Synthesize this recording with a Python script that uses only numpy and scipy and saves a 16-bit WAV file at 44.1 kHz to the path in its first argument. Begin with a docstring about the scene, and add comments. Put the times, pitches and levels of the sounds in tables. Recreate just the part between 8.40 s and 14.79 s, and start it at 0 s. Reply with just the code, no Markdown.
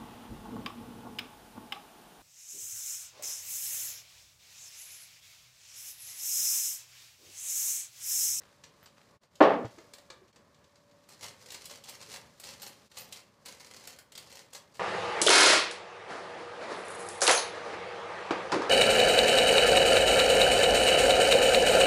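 """A gas flame and simmering curry murmur softly from the start, as shaped noise with bursting bubbles.
A blade pushes wetly through the curry amid small clicks and clinks, modelled as grains, noise and modes.
The wooden spatula then knocks on the steel pot's rim: contact pulses excite resonances and tiled-room echoes.
Behind the stove a hand scoops something dry from a plastic tub into a steel bowl: showers of grain impacts."""
import sys
import numpy as np
from scipy import signal
from scipy.fft import rfft, irfft
from scipy.io import wavfile

SR = 44100
rng = np.random.default_rng(int(sys.argv[2]) if len(sys.argv) > 2 else 0)


def dump_mix(stems):
    """Bounce the given channels to the path in sys.argv[1] as a 16-bit WAV at rate SR."""
    frames = np.atleast_2d(stems).T  # one column per channel
    limited = np.clip(frames, -1, 1)  # hard clip at full scale
    pcm = np.round(limited * 32767).astype(np.int16)
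    wavfile.write(sys.argv[1], SR, pcm)


N = 282012
TIME = np.arange(N) / SR  # s

# Spectrum of the flame and simmer: f/Hz, relative level/dB
MURMUR_SPECTRUM = [(30, -21.5), (55, -7), (90, 0.5), (170, 0.5), (250, -3), (340, -7.5), (560, -2.5),
                   (750, -11), (1130, -5), (1400, -15), (1750, -12.5), (3000, -26), (6000, -42)]
MURMUR_DB = -65  # at mean vigour, before flutter
MURMUR_FOLLOWS = 0.18  # share of the sizzle's swing, dB per dB
FLUTTER_DB, FLUTTER_PER_S = 1.5, 14
# Sizzle through time: t/s, level/dB
SIZZLE_LEVEL = [(0, -69.5), (.9, -71), (1.35, -64.5), (1.9, -74.5), (2.5, -73), (2.9, -68), (4.4, -65),
                (5.0, -74), (6.39, -74.5)]
# Spectrum of the sizzle: f/Hz, relative level/dB
SIZZLE_SPECTRUM = [(600, -11.5), (1500, -4), (3000, -4), (4400, -1), (7500, -6), (8200, -9.5), (12000, -15),
                   (15000, -18.5)]
# Faint wavering tones: f/Hz, reference level/dB
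HUM_TONES = [(290.7, -79), (577, -68.5)]
HUM_REST_DB = -5.5  # between swells, re the reference level
# Swells of the tones: t/s, rise/dB, half width/s
HUM_SWELLS = [(1.55, 10.5, 0.19), (2.56, 10.5, 0.18), (3.6, 6.5, 0.27)]
# Brief dips of the background level: t/s, change/dB, half width/s
BACKGROUND_DIPS = [(0.794, -34, 0.019), (0.887, -10.5, 0.034), (1.925, -14, 0.011), (4.491, -13, 0.012)]

# Pushes of the blade through the curry: t at full speed/s, length/s, level/dB
BLADE_PUSHES = [(.02, .07, -61.5), (.43, .03, -62.5), (.58, .06, -66.5), (1.3, .15, -75)]
# Spectrum of the wet smacks: f/Hz, relative level/dB
STIR_SPECTRUM = [(150, -14), (500, -1), (1600, 0.5), (2400, -5), (4000, -6.5), (8000, -16.5), (15000, -28)]
PUSH_RISE_DB_PER_S, PUSH_T60_S = 399, 0.33

# Utensils and bowls touching: t/s, level before filtering/dB, lows re middle/dB, highs re middle/dB;
# the level and both tilts receive common offsets in clicks()
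TOUCHES = [(0.237, -38, -4.5, -25.5), (0.458, -43.5, -4, -21), (0.833, -56.5, 9, -21),
           (.954, -46, -17, -18.5), (1.251, -43.5, 8, -30), (1.3826, -46, 13.5, -28),
           (1.535, -37.5, -2, -13.5), (1.582, -45.5, 3, -16), (1.701, -34.5, 2, -31),
           (1.959, -46.5, 2, -24), (2.6878, -44.5, -1.5, -10.5), (3.1027, -33.5, -18.5, -19.5),
           (3.119, -35, -3, -10.5), (3.1434, -31.5, -5, -18), (3.254, -34.5, -13, -8.5),
           (3.4377, -37.5, -28, -15.5), (3.491, -37, -26.5, -6), (3.7414, -38, 1, -12),
           (3.9977, -38.5, -5, -8.5), (4.037, -38, -7, -10), (4.101, -48, -18.5, -12),
           (4.2174, -36, -6, -10), (4.2728, -44.5, 1, -1), (4.5145, -44.5, -4, -20.5),
           (4.583, -40, -9, -1.5), (4.7235, -31, -14, -15), (5.0574, -35.5, -5, -11.5),
           (5.4723, -33.5, -4, -11), (5.5864, -41.5, 0.5, -9.5), (5.7193, -40.5, -4, -14.5),
           (5.7513, -34.5, -5.5, -21), (5.7759, -31.5, -7, -15), (6.131, -37, -2, -12.5),
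           (6.3512, -44.5, -6.5, -19)]
# Common spectrum of the touches: f/Hz, relative level/dB
TOUCH_SPECTRUM = [(150, -5.5), (500, 4), (1200, 0), (3000, 3), (4400, 6.5), (6200, 0.5), (7500, 7),
                  (9000, 6), (15000, 0)]
# Fainter touches come at random while the hand reaches for the tub
REACH_FROM_S, REACH_UNTIL_S = 1.8, 2.9
FAINT_DB, FAINT_SPREAD_DB, FAINT_LOW_DB, FAINT_TOP_DB = -53.5, 2, -4.5, -25

# Decay of the room: f/Hz, t60/s
ROOM_DECAY = [(100, 0.99), (500, 0.53), (1200, 0.38), (2500, 0.38), (5000, 0.18), (14000, .22)]

# Thin clinks, as of bangles: t/s, impulse level/dB
BANGLE_TAPS = [(0.43, -58), (4.223, -42), (4.608, -42), (5.955, -55.5)]
# Modes of a clink: f/Hz, relative level/dB, t60/s
BANGLE_MODES = [(14080, -9, 0.056), (13860, -1, 0.065)]

# The spatula hits the rim and chatters: each contact comes sooner, is duller and carries less into the room
BLOW_S, CHATTER_GAP_S, GAP_SHRINK = 1.0078, .004, .85
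BLOW_DB, BLOW_BRIGHT_HZ, DULLING = 1.5, 2500, 0.81
BLOW_ROOM_DB, ROOM_LOSS_DB = 3, 1.5
FIRST_SOFTER_DB = 4.5  # the blade gives at first, then bears down
# Lighter contacts, a graze before the blow and bounces after it:
# t/s, force level/dB, contact brightness f/Hz, share sent to the room/dB
LIGHT_CONTACTS = [(1.0047, -11, 1500, -13), (1.0368, -12.5, 1500, -3), (1.084, -11, 1980, 5.5),
                  (1.1217, -16, 2600, -0.5), (1.136, -12, 1110, -6), (1.2474, -27.5, 2600, 8)]
# Broad resonances of blade and loaded pot: f/Hz, width/Hz, relative level/dB
BODY_RESONANCES = [(305, 170, -6.5), (530, 220, 2.5), (805, 87, -7.5), (1110, 260, -10), (1660, 170, -16),
                   (2600, 980, -21), (4000, 1300, -24)]
# Modes of the pot wall: f/Hz, relative level/dB, t60/s
POT_MODES = [(205, -15, .45), (300, 7, .15), (377, -4, .42), (430.5, -2, .55), (483.5, -5, .5),
             (523.5, 0, .52), (557, -4, .55), (598, -9, .42), (622, -8, .42), (662, 0, .52),
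             (708.5, -8, .42), (766, -8, .38), (803, -5, .55), (840, -7, .42), (868, -4, .45),
             (953, -8, .38), (1062, -8, .38), (1115, -4, .4), (1200, -9, .36), (1275, -13, .4),
             (1787, -14, .38), (1906, -18, .44), (2240, -21, .35), (2654, -23, .32), (3031, -23, .3)]
RING_DB, FADE_S, FADE_T60_S = -20.5, 1.26, 0.078
# Spectrum of the knock sent into the room: f/Hz, gain/dB
ROOM_SPREAD = [(150, -1.5), (300, -9), (550, -8.5), (900, -3), (1400, -2), (2500, 2), (4000, 5.5),
               (8000, 8.5)]

# Dull bumps of the pot and other heavy things: t/s, level/dB, f/Hz, t60/s
HEAVY_BUMPS = [(1.138, -25, 290, .12), (1.245, -30, 118, .11), (1.378, -41, 335, .09),
               (1.442, -50, 480, .08), (1.815, -51, 370, .12), (3.683, -49, 430, .1)]

# Strokes of the fingers through the grains: t at full speed/s, length/s, level/dB
SCOOP_STROKES = [(2.705, 0.0082, -57.5), (2.82, .035, -46), (3.01, 0.14, -55.5), (3.125, 0.13, -55),
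                 (3.3, 0.033, -51), (3.465, 0.07, -51), (3.605, .025, -53.5), (3.69, 0.066, -49),
                 (4.04, 0.068, -49), (4.22, 0.032, -48.5), (4.565, 0.035, -46.5), (4.735, 0.031, -52.5),
                 (5.075, 0.044, -50.5), (5.2, 0.33, -56), (5.78, 0.16, -57), (5.925, 0.075, -53.5),
                 (6.15, 0.0067, -49.5), (6.345, 0.047, -63.5)]
# Spectrum of the grains: f/Hz, relative level/dB
GRAIN_SPECTRUM = [(120, -9), (200, -5), (327, -11.5), (554, 0.5), (618, -10.5), (827, -2.5), (906, -5.5),
                  (1510, -8.5), (2090, -6), (3680, -8.5), (4180, -3), (7480, -8), (13400, -21),
                  (14400, -18), (15500, -29.5)]
# A stroke gathers speed quickly; the grains then trickle to rest
SCOOP_RISE_DB_PER_S, SCOOP_T60_S = 579, 0.27

CUTOFF_HZ = 15450


def from_db(db):
    """Logarithmic level: decibels become an amplitude gain."""
    return 10 ** (np.asarray(db) / 20)


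def rms_one(x):
    """Power normalisation: scale a signal to rms 1."""
    return x / np.sqrt(np.mean(x ** 2) + 1e-20)


def at_hz(points, hz):
    """Logarithmic frequency scale: interpolate a table between octaves evenly."""
    f, value = np.transpose(points)
    return np.interp(np.log(np.maximum(hz, 1)), np.log(f), value)


def drift(rate):
    """Slow random modulation: join random knots by lines, with rms 1."""
    knots = rng.standard_normal(int(N / SR * rate) + 2)
    return rms_one(np.interp(TIME * rate, np.arange(len(knots)), knots))


def bumps(rows):
    """Gaussian modulation: smooth rises or dips of a level, in dB."""
    return sum(db * np.exp(-((TIME - s) / width) ** 2) for s, db, width in rows)


def coloured(x, spectrum):
    """Minimum-phase filtering: fold the cepstrum to make a causal filter of given spectrum."""
    size = 4096
    level_db = at_hz(spectrum, np.arange(size // 2 + 1) * SR / size)
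    cepstrum = irfft(np.log(from_db(level_db)))
    cepstrum[1:size // 2] *= 2
    cepstrum[size // 2 + 1:] = 0
    response = irfft(np.exp(rfft(cepstrum)))
    return signal.fftconvolve(x, response)[:len(x)]


def filtered(x, order, cut_hz, kind="low"):
    """Frequency selection: a Butterworth filter with a maximally flat passband."""
    return signal.sosfilt(signal.butter(order, cut_hz, kind, fs=SR, output="sos"), x)


def add(out, s, sound):
    """Superposition: mix a sound in at time s."""
    i = int(s * SR)
    out[i:i + len(sound)] += sound[:N - i]


def ring(x, hz, t60):
    """Damped oscillator: a unit impulse starts a decaying sine of height 1."""
    r, w = from_db(-60 / (t60 * SR)), 2 * np.pi * hz / SR
    return signal.lfilter([0, np.sin(w)], [1, -2 * r * np.cos(w), r * r], x + 1e-18)


def resonance(x, hz, width):
    """Driven resonance: a band-pass response with peak gain 1."""
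    r = np.exp(-np.pi * width / SR)
    numerator = np.array([1, 0, -1]) * (1 - r * r) / 2
    return signal.lfilter(numerator, [1, -2 * r * np.cos(2 * np.pi * hz / SR), r * r], x + 1e-18)


def grains(per_s, spread_db, t60):
    """Random impact process: tiny uneven impacts each start a decaying noise burst; rms 1."""
    struck = rng.random(N) < per_s / SR
    sizes = from_db(spread_db * np.minimum(rng.exponential(1, N), 3.5)) * struck
    energy = signal.lfilter([1], [1, -from_db(-120 / (t60 * SR))], sizes ** 2 + 1e-18)
    return rms_one(np.sqrt(energy) * rng.standard_normal(N))


def strokes(rows, rise_db_per_s, t60):
    """Power addition of hand strokes: each swells, holds for its length and dies away."""
    power = 0
    for s, length, db in rows:
        short_db = rise_db_per_s * np.maximum(s - TIME, 0)
        fall_db = 60 * np.maximum(TIME - s - length, 0) / t60
        power = power + from_db(db - short_db - fall_db) ** 2
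    return np.sqrt(power)


def stove(rumble_cut_hz=45, pop_share_db=-4):
    """Turbulent noise and bubble bursts: flame, steam hiss and pops sound with two wavering tones."""
    sizzle_db = np.interp(TIME, *np.transpose(SIZZLE_LEVEL))
    swing_db = MURMUR_FOLLOWS * (sizzle_db - sizzle_db.mean())
    flame_db = MURMUR_DB + swing_db + FLUTTER_DB * drift(FLUTTER_PER_S)
    flame = from_db(flame_db) * rms_one(coloured(rng.standard_normal(N), MURMUR_SPECTRUM))
    flame = filtered(flame, 2, rumble_cut_hz, "high")

    pops = from_db(pop_share_db) * grains(120, spread_db=0.5, t60=.04)
    steam = rng.standard_normal(N)
    fizz = from_db(sizzle_db) * rms_one(coloured(pops + steam, SIZZLE_SPECTRUM))

    swell_db = HUM_REST_DB + bumps(HUM_SWELLS)
    hum = 0
    for hz, db in HUM_TONES:
        tone_gain = from_db(db + swell_db + 0.66 * drift(3.5))
        hum = hum + tone_gain * np.sin(2 * np.pi * hz * TIME + drift(2.2))  # phase wanders by 1 rad rms
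    return (flame + fizz + hum) * from_db(bumps(BACKGROUND_DIPS))


def stirring():
    """Granular excitation: wet little smacks follow the blade as it pushes the pieces about."""
    smacks = rms_one(coloured(grains(800, spread_db=5.5, t60=0.022), STIR_SPECTRUM))
    return strokes(BLADE_PUSHES, PUSH_RISE_DB_PER_S, PUSH_T60_S) * smacks


def faint_touches(count=9):
    """Jittered timing: light ticks at uneven intervals, as rows like those of TOUCHES."""
    gap = (REACH_UNTIL_S - REACH_FROM_S) / count
    rows = []
    for k, (when, size) in enumerate(rng.random((count, 2))):
        db = FAINT_DB + FAINT_SPREAD_DB * (2 * size - 1)
        rows.append((REACH_FROM_S + gap * (k + when), db, FAINT_LOW_DB, FAINT_TOP_DB))
    return rows


def clicks(level_db=-1.0, t60=0.04, low_db=3, top_db=6, rise_s=0.0023):
    """Micro-contact noise: each touch is a short decaying rattle with its own spectrum."""
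    out, t = np.zeros(N), TIME[:SR // 10]
    for s, db, low, top in TOUCHES + faint_touches():
        envelope = from_db(db + level_db - 60 * t / t60) * (1 - np.exp(-t / rise_s))
        rattle = rng.standard_normal(len(t)) * envelope
        tilt = [(1200, low + low_db), (3000, 0), (6500, 0), (10000, top + top_db)]
        add(out, s, coloured(rattle, tilt))
    return coloured(out, TOUCH_SPECTRUM)


def reflections(build_s):
    """Diffuse reverberation: a dense unit-energy tail off the tiles, its decay set band by band."""
    t, tail = TIME[:SR // 2], 0
    edges = np.geomspace(60, 18000, 15)
    for low, high in zip(edges, edges[1:]):
        band = filtered(rng.standard_normal(len(t)), 2, [low, high], "band")
        t60 = at_hz(ROOM_DECAY, np.sqrt(low * high))
        tail = tail + band * from_db(-60 * t / t60)
    tail = tail * (1 - np.exp(-(t / build_s) ** 2))
    return tail / np.sqrt(np.sum(tail ** 2))


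def kitchen(x, build_s, count=5):
    """Time-varying reverberation: a moving source excites a changing mixture of echo patterns."""
    weights = np.array([drift(5) for _ in range(count)])
    weights /= np.sqrt(np.sum(weights ** 2, axis=0))
    return sum(signal.fftconvolve(x * w, reflections(build_s))[:N] for w in weights)


def bangles():
    """Modal vibration: taps excite very high, short rings."""
    taps = np.zeros(N)
    for s, db in BANGLE_TAPS:
        add(taps, s, from_db([db]))
    return sum(from_db(db) * ring(taps, hz, t60) for hz, db, t60 in BANGLE_MODES)


def contacts(count=4):
    """Repeated impact: list the chatter, then the lighter contacts, in LIGHT_CONTACTS columns."""
    chatter = []
    for k in range(count):
        s = BLOW_S + CHATTER_GAP_S * (1 - GAP_SHRINK ** k) / (1 - GAP_SHRINK)  # geometric gaps
        force_db = BLOW_DB - FIRST_SOFTER_DB * (k == 0)
        chatter.append((s, force_db, BLOW_BRIGHT_HZ * DULLING ** k, BLOW_ROOM_DB - ROOM_LOSS_DB * k))
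    return chatter + LIGHT_CONTACTS


def body(force, gain_db=24, low_cut_hz=240):
    """Resonant radiation: blade and loaded pot give a hollow knock, too small to radiate bass."""
    modes = sum(from_db(db) * resonance(force, hz, width) for hz, width, db in BODY_RESONANCES)
    return filtered(from_db(gain_db) * modes, 3, low_cut_hz, "high")


def spatula(stagger_s=.008, deepest_db=-14, wood_cut_hz=4800, direct_db=3, wall_cut_hz=190):
    """Impact excitation: soft wooden contacts drive the body, the pot's modes and separate echoes."""
    force, echoes, blow, t = np.zeros(N), np.zeros(N), np.zeros(N), TIME[:SR // 100]
    for s, db, bright_hz, room_db in contacts():
        pulse = t ** 2 * np.exp(-2 * np.pi * bright_hz * t)
        pulse = from_db(db) * pulse / pulse.sum()
        add(force, s, pulse)
        # each contact is at another spot, so it has echoes of its own
        add(echoes, s, from_db(room_db) * signal.fftconvolve(pulse, reflections(build_s=0.013)))

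    # the wall's modes start ringing at scattered moments during the chatter
    add(blow, BLOW_S, from_db([RING_DB]))
    lags = (rng.random(len(POT_MODES)) * stagger_s * SR).astype(int)
    wall = 0
    for lag, (hz, db, t60) in zip(lags, POT_MODES):
        wall = wall + from_db(db) * ring(np.roll(blow, lag), hz, t60)
    wall = filtered(wall, 3, [wall_cut_hz, 3500], "band")

    # after FADE_S the ring and echoes fade faster, by a limited amount
    drop_db = -60 * np.maximum(TIME - FADE_S, 0) / FADE_T60_S
    faded = from_db(np.maximum(drop_db, deepest_db))
    # wood is soft, so the direct knock has little treble
    direct = from_db(direct_db) * body(filtered(force, 2, wood_cut_hz))
    return direct + faded * (wall + body(coloured(echoes, ROOM_SPREAD)))


def thumps(rise_s=0.0029):
    """Damped low-frequency vibration: heavy things give dull bumps that soon die."""
    out, t = np.zeros(N), TIME[:SR // 2]
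    for s, db, hz, t60 in HEAVY_BUMPS:
        envelope = from_db(db - 60 * t / t60) * (1 - np.exp(-(t / rise_s) ** 2))
        add(out, s, envelope * np.sin(2 * np.pi * hz * t))
    return out


def scooping(level_db=0, per_s=1300, low_db=-2, rumble_cut_hz=50):
    """Granular friction: dry grains rub and fall, and a harder stroke moves more of them."""
    effort = strokes(SCOOP_STROKES, SCOOP_RISE_DB_PER_S, SCOOP_T60_S)
    rate = per_s * (effort / effort.max() + 0.33)  # impacts per second
    # dividing by the root of the rate leaves the loudness to the effort
    crunch = grains(rate, spread_db=7.0, t60=0.029) / np.sqrt(rate)
    crunch = coloured(crunch, GRAIN_SPECTRUM)
    crunch = coloured(crunch, [(700, low_db), (2000, low_db / 2), (4000, 0)])
    crunch = filtered(crunch, 2, rumble_cut_hz, "high")
    return from_db(level_db) * effort * rms_one(crunch)


def scene(handling_room_db=-4):
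    """Direct and reverberant fields: the pot is near, the handling farther back and wetter."""
    handling = clicks() + bangles() + scooping()
    handling_echoes = from_db(handling_room_db) * kitchen(handling, build_s=0.0045)
    pot = stirring() + spatula() + thumps()
    return (stove() + pot + handling + handling_echoes)[None]


def record(dry):
    """Saturation and band limiting: round the loudest peaks and cut the top steeply."""
    rounded = dry / (1 + (dry / .88) ** 6) ** (1 / 6)
    return signal.sosfilt(signal.ellip(10, .2, 70, CUTOFF_HZ, fs=SR, output="sos"), rounded)


dry = scene()
out = record(dry)
dump_mix(out)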